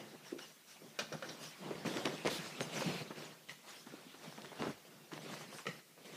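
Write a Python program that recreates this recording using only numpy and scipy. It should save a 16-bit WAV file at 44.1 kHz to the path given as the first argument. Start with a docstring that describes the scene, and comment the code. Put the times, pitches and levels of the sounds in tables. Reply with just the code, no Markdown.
"""A quiet bedroom, where a small dog and a kitten tumble on a bed close to a phone. Over a faint hiss,
fur and paws drag across the duvet: stick-slip friction rumbles in the padding and rasps on the cloth.
Paws land as damped thuds and pats, the heaviest heave the mattress, and claws snap free of the cloth.
Now and then two hard things are knocked and ring in their modes; the last clink has a bright attack.
The room answers each impact softly."""
import sys
import numpy as np
from scipy import signal
from scipy.fft import rfft, irfft, next_fast_len
from scipy.io import wavfile
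from scipy.ndimage import uniform_filter1d, map_coordinates

SR = 44100
rng = np.random.default_rng(int(sys.argv[2]) if len(sys.argv) > 2 else 0)


def to_wav(s):
    """Save 16-bit WAV."""
    ch = np.atleast_2d(s).T  # columns
    pcm = np.round(np.clip(ch, -1, 1) * 32767)  # PCM
    wavfile.write(sys.argv[1], SR, pcm.astype(np.int16))


N = 271656


def amp(db):
    """Amplitude ratio of a level in decibels."""
    return 10 ** (np.asarray(db) / 20)


def unit(x):
    """Normalisation to rms 1."""
    return x / np.sqrt(np.mean(x ** 2) + 1e-20)


def along(points, hz):
    """Interpolation of (frequency, value) points on a logarithmic frequency axis."""
    f, values = np.transpose(points)
    return np.interp(np.log(hz + 1), np.log(f + 1), values)


def filtered(x, response):
    """Linear filtering: the spectrum is multiplied by a complex frequency response."""
    size = next_fast_len(len(x) + 8192)
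    return irfft(rfft(x, size) * response(np.fft.rfftfreq(size, 1 / SR)), size)[:len(x)]


def resonance(centre_hz, width_hz):
    """Frequency response of a damped oscillator, with peak gain 1."""
    return lambda f: 1j * f * width_hz / (centre_hz ** 2 - f * f + 1j * f * width_hz)


def wobble(rate_hz):
    """Slow random modulation: a spline through rate_hz knots a second."""
    knots = rng.standard_normal(int(N * rate_hz / SR) + 4)
    return map_coordinates(knots, [np.arange(N) * rate_hz / SR])


def rustle(spectrum, slips_per_s, spread_db, slip_share, patchy_db):
    """Shot noise of slipping fibres over patchy Gaussian noise, coloured by a spectrum; rms 1."""
    cells = signal.stft(rng.standard_normal(N), nperseg=512)[2]
    patches = uniform_filter1d(rng.standard_normal(cells.shape), size=6, axis=0)
    patches = uniform_filter1d(patches, size=6, axis=1)
    noise = signal.istft(cells * amp(patchy_db * unit(patches)), nperseg=512)[1][:N]
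    chance, size, sign = rng.random((3, N))
    slips = (chance < slips_per_s / SR) * amp(-spread_db * np.log(size + 0.0041)) * np.sign(sign - 0.5)
    mix = np.sqrt(1 - slip_share) * unit(noise) + np.sqrt(slip_share) * unit(slips)
    return unit(filtered(mix, lambda f: amp(along(spectrum, f))))


def contact(t60_s, attack_s, rough):
    """Force of an impact: one shove, then friction noise that decays exponentially."""
    t = np.arange(SR // 5) / SR
    shove = t / attack_s * np.exp(1 - t / attack_s)
    rub = rng.standard_normal(len(t)) * amp(-60 * t / t60_s) * (1 - np.exp(-t / attack_s))
    return shove + rough * rub


def add(track, start_s, sound, peak_db):
    """Superposition: a sound joins the track, scaled to a peak level."""
    start = round(start_s * SR)
    piece = sound[:len(track) - start]
    track[start:start + len(piece)] += amp(peak_db) * piece / np.max(np.abs(sound))


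def hush():
    """Noise floor: room and microphone give a steady, coloured hiss."""
    # noise spectrum: frequency_hz, density_db
    spectrum = [(15, -64), (25, -35), (70, 18), (136, -13), (169, 10), (552, -10), (1450, -21), (2120, -7),
                (5730, -3.5), (14300, -5.5), (15500, -4.5)]
    return amp(-65) * rustle(spectrum, slips_per_s=100, spread_db=1, slip_share=0, patchy_db=1)


def room(x):
    """Reverberation: in the soft bedroom's diffuse tail each frequency decays at its own rate."""
    # reverberation times: frequency_hz, t60_s
    decay = [(200, 0.25), (2000, 0.53), (10000, 0.85)]
    hz, t, cells = signal.stft(rng.standard_normal(SR // 2), SR, nperseg=256)
    tail = signal.istft(cells * amp(-60 * t / along(decay, hz)[:, None]), SR, nperseg=256)[1]
    delayed = np.pad(x, (300, 0))
    return signal.fftconvolve(delayed, tail / np.linalg.norm(tail))[:N]


def drag_gain(stir_db, layer, sag_db_per_s, fade_db_per_s):
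    """Incoherent sources add in power: the stir plus each drag, which swells, sags and fades."""
    # drags of fur and paws: start_s, swell_s, held_s, weight_db, rub_db, swish_db
    drags = [(0, 0.0011, 0.15, -54.5, -58, -81), (.22, 0.049, 0.057, -66, -58, -64.5),
             (0.383, 0.002, 0.12, -75, -58.5, -61), (.65, 0.052, 0.067, -72, -59.5, -64),
             (.79, 0.03, 0.072, -56.5, -72, -64.5), (.99, 0.01, 0.025, -45, -44.5, -65),
             (1.124, 0.004, 0.027, -45.5, -74, -63), (1.23, 0.03, 0.16, -54, -62.5, -63),
             (1.37, 0.063, 0.058, -58, -59.5, -57), (1.6, 0.039, 0.18, -46, -57.5, -80),
             (1.77, 0.015, 0.051, -50.5, -71, -79), (1.845, 0.02, 0.21, -39, -45.5, -53.5),
             (2.041, 0.023, 0.092, -43, -57, -61), (2.249, 0.015, 0.023, -49, -42.5, -62),
             (2.29, 0.049, 0.12, -46, -49.5, -53), (2.596, 0.014, 0.0098, -41, -54, -51),
             (2.71, 0.053, 0.052, -47.5, -43.5, -50), (2.82, 0.043, 0.078, -42, -47.5, -77),
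             (3.0, 0.012, 0.0083, -48, -68, -81), (3.15, 0.036, 0.14, -50.5, -52, -63),
             (3.455, .02, 0.018, -60, -66, -69), (3.485, 0.0018, 0.032, -70, -55, -62),
             (3.64, 0.054, 0.11, -83, -54.5, -60), (3.859, 0.0069, 0.19, -56.5, -59, -71),
             (4.19, 0.06, 0.21, -56, -59, -64), (4.421, 0.046, 0.017, -56, -79, -80),
             (4.55, 0.0089, 0.027, -60, -57, -74), (4.585, 0.016, 0.11, -41, -51.5, -60),
             (4.84, 0.01, 0.03, -69, -62, -70), (5.112, 0.008, 0.05, -51.5, -55.5, -64),
             (5.2, 0.026, 0.14, -54, -59.5, -64), (5.27, 0.07, 0.11, -63, -71, -59.5),
             (5.47, 0.075, 0.22, -64.5, -60.5, -59), (5.67, 0.023, 0.11, -59, -59, -78),
             (6.04, 0.016, .11, -62, -59, -63.5)]
    column = ("weight", "rub", "swish").index(layer)
    power = amp(2 * stir_db)
    t = np.arange(SR // 2) / SR
    for start_s, swell_s, held_s, *levels_db in drags:
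        sag_db = sag_db_per_s * np.clip(t - swell_s, 0, held_s)
        fade_db = fade_db_per_s * np.clip(t - swell_s - held_s, 0, None)
        drag = np.clip(t / swell_s, 0, 1) * amp(levels_db[column] - sag_db - fade_db)
        start = round(start_s * SR)
        power[start:start + len(t)] += drag[:N - start] ** 2
    return np.sqrt(power)


def duvet():
    """Stick-slip friction: shifting weight rumbles, rubbing rasps the cloth, fast strokes swish."""
    # ceaseless stir of the animals: time_s, weight_db, rub_db
    stir = [(0.0, -56, -63), (0.74, -72, -68.5), (1.25, -53.5, -58), (1.63, -65.5, -58), (1.97, -52, -54),
            (2.42, -55, -52.5), (2.88, -45, -53), (3.48, -69, -67), (4.58, -61.5, -58), (4.84, -62.5, -65),
            (5.13, -60, -65.5), (5.32, -53, -52.5), (5.59, -59, -61), (5.76, -71, -75), (5.99, -64, -68),
            (6.16, -54, -56)]
    # rumble of the padding: frequency_hz, density_db
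    padding = [(15, -51), (25, -7), (97, -13.5), (130, -9), (214, -6), (257, -6), (607, -8), (845, -14.5),
               (2000, -22), (2600, -41), (4400, -120)]
    # bed frame modes that hum under the weight: pitch_hz, width_hz, gain_db
    frame_modes = [(153.4, 21, 10.5), (218, 17, 1.5), (358, 39, -6)]
    # rasp of the cloth: frequency_hz, density_db
    cloth = [(350, -5.5), (600, -3.5), (1120, -3), (2390, -3.5), (2930, -3), (3210, -4.5), (3940, -5.5),
             (9000, -19), (11700, -28), (19800, -120)]
    # swish of fast strokes: frequency_hz, density_db
    swish_spectrum = [(2940, -14), (5000, 0), (5900, 0), (7070, -5.5), (14500, -13.5), (15500, -44)]
    time_s, *levels_db = np.transpose(stir)
    weight_db, rub_db = [np.interp(np.arange(N) / SR, time_s, db) for db in levels_db]
    jerk = wobble(28)  # strokes come in small starts that every layer shares
    rumble = amp(1.8 * jerk + 1.5 * wobble(70))
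    rumble *= rustle(padding, slips_per_s=200, spread_db=2, slip_share=0.12, patchy_db=1.8)
    frame = lambda f: 1 + sum(amp(db) * resonance(hz, width)(f) for hz, width, db in frame_modes)
    rumble = unit(filtered(rumble, frame))
    rasp = rustle(cloth, slips_per_s=1100, spread_db=2, slip_share=0.076, patchy_db=3)
    swish = rustle(swish_spectrum, slips_per_s=1600, spread_db=2, slip_share=0.26, patchy_db=6)
    rumble *= drag_gain(weight_db, "weight", sag_db_per_s=32, fade_db_per_s=800)
    rasp *= amp(0.47 * jerk) * drag_gain(rub_db, "rub", sag_db_per_s=49, fade_db_per_s=460)
    swish *= amp(jerk) * drag_gain(rub_db - 12, "swish", sag_db_per_s=37, fade_db_per_s=190)
    return rumble + rasp + swish


def fur_strokes():
    """Friction on a periodic surface: fur crossing the weave at even speed gives narrow-band noise."""
    # long strokes: start_s, end_s, centre_hz, width_hz, level_db
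    strokes = [(0.403, 0.446, 2920, 180, -60), (0.67, 0.72, 5760, 600, -63.5),
               (1.296, 1.324, 3850, 250, -57.5), (1.337, 1.39, 2860, 200, -69),
               (1.426, 1.461, 3080, 500, -55.5), (1.428, 1.455, 5030, 400, -58),
               (1.433, 1.487, 5850, 400, -61.5), (2.289, 2.36, 3770, 1490, -46),
               (2.757, 2.823, 5760, 1190, -73), (2.796, 3.006, 2540, 594, -50),
               (2.798, 3.02, 4230, 600, -55), (3.63, 3.695, 870, 350, -62)]
    out = np.zeros(N)
    t = np.arange(SR // 2) / SR
    for start_s, end_s, centre_hz, width_hz, level_db in strokes:
        length_s = end_s - start_s
        swell = np.interp(t, [0, 0.015, length_s, length_s + 0.033], [0, 1, 1, 0])
        band = unit(filtered(rng.standard_normal(len(t)), resonance(centre_hz, width_hz)))
        out[round(start_s * SR):][:len(t)] += amp(level_db) * swell * band
    return out


def struck(blows, modes, t60_s, rough, crack_db):
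    """Modal vibration: each contact drives the same modes, favouring those near its brightest pitch."""
    fall_db_per_octave = 7
    out = np.zeros(N)
    for start_s, peak_db, bright_hz in blows:
        gains_db = [db - fall_db_per_octave * abs(np.log2(hz / bright_hz)) for hz, _, db in modes]
        gains_db = gains_db + rng.standard_normal(len(modes))  # no two blows land on the same spot
        body = lambda f: sum((-1) ** k * amp(gains_db[k]) * resonance(hz, width_hz)(f)
                             for k, (hz, width_hz, _) in enumerate(modes))
        crack = lambda f: amp(crack_db) / (1 + 1j * f / 7000) ** 3
        force = contact(t60_s, attack_s=0.00005, rough=rough)
        add(out, start_s, filtered(force, lambda f: body(f) + crack(f)), peak_db)
    return out


def knocks():
    """Impact on a hard object: a short, rough contact excites its modes in a dry knock."""
    # blows on the object: start_s, peak_db, bright_hz
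    blows = [(.387, -44, 5500), (.39, -41, 1520), (0.9889, -26, 3600), (0.9934, -31, 2410),
             (1.124, -38, 1480), (1.1245, -38.5, 5700), (1.127, -37.5, 1620), (1.1393, -45, 900),
             (1.145, -46, 1500), (1.224, -33.5, 1500), (1.226, -47, 3800), (1.243, -37.5, 1480),
             (1.2485, -48, 1000), (1.288, -38.5, 5000), (1.292, -41, 4460)]
    # its modes: pitch_hz, width_hz, gain_db
    modes = [(525, 45, 23.5), (1390, 170, 14), (1790, 160, 9), (2460, 71, 10.5), (2940, 150, 8),
             (3900, 560, 3.5), (4300, 250, 5), (4860, 230, 4), (5550, 380, 6.5), (6050, 590, 4)]
    return struck(blows, modes, t60_s=0.067, rough=0.48, crack_db=-11)


def clinks():
    """Impact on a hollower object: a longer contact and a lightly damped low mode let it ring on."""
    # blows on the object: start_s, peak_db, bright_hz
    blows = [(3.4878, -42, 3000), (3.4945, -35, 2620), (3.507, -46, 2600), (3.512, -51, 1300),
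             (5.656, -38, 900), (5.661, -51, 2000), (5.668, -28.5, 1680), (5.6743, -33, 2000),
             (5.683, -39, 600), (5.694, -50, 1300), (5.712, -43, 1500), (5.742, -55, 1900)]
    # its modes: pitch_hz, width_hz, gain_db
    modes = [(156.5, 10, 34), (490, 90, 17), (1285, 55, 12), (1840, 120, 10), (1994, 200, 14),
             (2950, 250, 9), (3940, 250, 5), (5400, 450, 7), (6100, 500, 7), (7400, 400, 5), (9300, 400, 3)]
    return struck(blows, modes, t60_s=0.17, rough=0.13, crack_db=-17)


def sharp_ticks():
    """Brief pulses have broad spectra: claw snaps, and the bright attack of the last clink."""
    # sharp ticks: start_s, peak_db, centre_hz
    ticks = [(.25, -46, 2300), (.2695, -44, 2820), (.3915, -38, 3000), (.9028, -52, 4020),
             (1.7562, -41, 2430), (1.94, -33, 2950), (1.971, -27, 2950), (2.0567, -20, 2950),
             (2.0744, -33, 2440), (2.1804, -36.5, 3220), (2.2495, -36, 3500), (2.255, -29, 3800),
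             (2.2637, -31, 3800), (2.27, -30, 3000), (2.2742, -20, 3500), (2.6071, -21.5, 1810),
             (2.7437, -41, 4030), (3.16, -43, 2500), (3.2235, -40, 2260), (4.142, -46, 2770),
             (4.325, -43, 800), (4.4198, -39, 4400), (4.4583, -38.5, 3150), (4.5585, -46, 5000),
             (4.6215, -31, 3300), (4.6228, -27, 1100), (4.654, -36, 1200), (5.118, -40, 900),
             (5.124, -40, 1400), (5.1363, -34, 3700), (5.1772, -39, 1900), (5.178, -39, 800),
             (5.1795, -41, 2050), (5.25, -42, 2260), (5.3755, -42, 2800), (5.55, -44, 1500),
             (5.5855, -39, 2400), (5.6665, -37, 5900), (5.6695, -36, 4000), (5.671, -39, 6000)]
    out = np.zeros(N)
    for start_s, peak_db, centre_hz in ticks:
        width_hz = centre_hz * amp(0.4 * (peak_db + 37))  # louder ticks are broader
        band = lambda f: resonance(centre_hz, width_hz)(f) ** 2 / (1 + 1j * f / 9500) ** 2
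        force = contact(t60_s=0.006, attack_s=0.00003, rough=0.18)
        add(out, start_s, filtered(force, band), peak_db)
    return out


def mattress_heaves():
    """Critical damping: the mattress yields to the heaviest landings as a mass on a spring."""
    # heavy landings: start_s, peak_db
    heaves = [(1.0, -44), (1.13, -39), (1.74, -36), (2.04, -40), (2.262, -26), (2.601, -41), (2.858, -30),
              (4.59, -36), (4.67, -32), (5.669, -38)]
    natural_hz = 45.3
    out = np.zeros(N)
    for start_s, peak_db in heaves:
        force = contact(t60_s=0.34, attack_s=0.0021, rough=5.2)
        add(out, start_s, filtered(force, lambda f: 1 / (1 + 1j * f / natural_hz) ** 2), peak_db)
    return out


def paw_pats():
    """Contact time limits bandwidth: the more slowly a paw slaps the cloth, the duller the burst."""
    # slaps on the cloth: start_s, peak_db, centre_hz, t60_s
    pats = [(1.708, -36, 710, 0.16), (1.851, -30.5, 700, 0.17), (1.858, -44, 1500, .1),
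            (2.054, -28, 2330, 0.074), (2.065, -25.5, 700, 0.065), (2.073, -28, 756, 0.045),
            (2.2493, -27, 484, .05), (2.2545, -31, 680, 0.15), (2.2574, -22, 423, .03),
            (2.2635, -21.5, 444, 0.14), (2.274, -27, 433, 0.024), (2.2815, -28, 890, 0.035),
            (2.315, -30.5, 597, 0.04), (2.818, -41, 715, 0.07), (2.823, -31.5, 880, 0.077),
            (3.013, -38.5, 900, 0.037), (3.106, -34.5, 330, 0.084), (3.11, -37, 1080, 0.094),
            (3.872, -42, 790, 0.087), (3.942, -45.5, 690, 0.036), (4.147, -44.5, 920, 0.06),
            (4.233, -52, 1110, .03), (4.247, -42.5, 1000, 0.029), (4.258, -42, 800, 0.062),
            (4.378, -41, 1900, .03), (4.384, -39.5, 810, 0.079), (4.4465, -42, 1510, 0.073),
            (4.518, -40.5, 707, 0.12), (4.53, -39, 800, 0.05), (4.593, -42, 700, 0.11),
            (4.631, -34, 900, 0.21), (4.657, -39, 980, 0.23), (4.67, -34, 850, 0.12),
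            (5.113, -51, 1190, 0.2), (5.133, -38, 1140, 0.053), (5.19, -40.5, 497, .03),
            (5.3, -39, 600, 0.045), (5.334, -40, 1090, 0.04), (5.3395, -35, 1170, 0.032),
            (5.411, -38.5, 980, 0.15), (5.527, -40, 700, 0.056), (5.585, -40, 1150, 0.2),
            (5.977, -51.5, 1230, 0.18), (6.047, -54, 2900, 0.073)]
    out = np.zeros(N)
    for start_s, peak_db, centre_hz, t60_s in pats:
        cloth = lambda f: (resonance(centre_hz, 0.9 * centre_hz)(f) + 0.047) / (1 + 1j * f / 5000) ** 2
        force = contact(t60_s, attack_s=0.099 / centre_hz, rough=0.51)
        add(out, start_s, filtered(force, cloth), peak_db)
    return out


def paw_thuds():
    """Damped resonance: the padding rings briefly as a paw sinks into it."""
    # paw landings: start_s, peak_db, pitch_hz
    thuds = [(0.3202, -42, 365), (0.326, -32, 340), (.327, -46.5, 550), (0.346, -39, 366),
             (.361, -40.5, 365), (.818, -48, 412), (0.841, -58, 304), (.989, -35, 585), (1.119, -37.5, 493),
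             (1.222, -45, 543), (1.607, -43.5, 184), (1.659, -41, 345), (1.71, -31.5, 394),
             (1.85, -35.5, 170), (1.875, -33, 340), (1.905, -38, 307), (1.962, -34, 353), (2.104, -43, 356),
             (2.053, -30.5, 334), (2.248, -42, 150), (2.272, -31, 390), (2.308, -39, 400),
             (2.386, -41, 170), (2.597, -44, 306), (2.661, -42, 160), (2.817, -32.5, 524),
             (2.847, -33.5, 215), (2.86, -38.5, 144), (2.874, -29, 214), (2.886, -35, 150),
             (2.895, -41, 219), (2.921, -40, 182), (2.95, -41, 185), (3.007, -37.5, 141), (3.509, -51, 155),
             (3.864, -47, 235), (3.937, -41, 342), (4.063, -48, 267), (4.141, -51, 352), (4.151, -56, 284),
             (4.253, -55, 261), (4.378, -47, 226), (4.519, -48, 352), (4.551, -53, 480), (4.599, -42, 295),
             (4.621, -35, 456), (4.609, -37, 235), (4.633, -34.5, 328), (4.667, -36, 395),
             (4.676, -41, 300), (4.688, -39, 250), (4.85, -52, 517), (5.127, -40.5, 324),
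             (5.246, -42.5, 355), (5.26, -44, 527), (5.665, -37, 486), (5.683, -36.5, 156),
             (5.976, -52, 530), (6.048, -52, 540)]
    out = np.zeros(N)
    for start_s, peak_db, pitch_hz in thuds:
        width_hz = 0.4 * pitch_hz * (pitch_hz / 320) ** 0.19  # deeper thuds ring more narrowly
        force = contact(t60_s=0.081, attack_s=0.00042, rough=0.82)
        add(out, start_s, filtered(force, lambda f: resonance(pitch_hz, width_hz)(f) ** 2), peak_db)
    return out


def scene():
    """Superposition: impacts and their reverberation sound over the friction and the noise floor."""
    impacts = paw_thuds() + mattress_heaves() + paw_pats() + sharp_ticks() + knocks() + clinks()
    return (hush() + amp(-9) * room(impacts) + duvet() + fur_strokes() + impacts)[None]


def record(dry):
    """Band limiting: the phone's microphone rolls off the deep bass and cuts the highest treble."""
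    bass_hz, top_hz = 125, 15400
    high_pass = lambda f: -(f / bass_hz) ** 2 / (1 + 1.4j * f / bass_hz - (f / bass_hz) ** 2)
    return filtered(dry[0], lambda f: (high_pass(f) ** 2 + 0.012) * (f < top_hz))[None]


dry = scene()
out = record(dry)
to_wav(out)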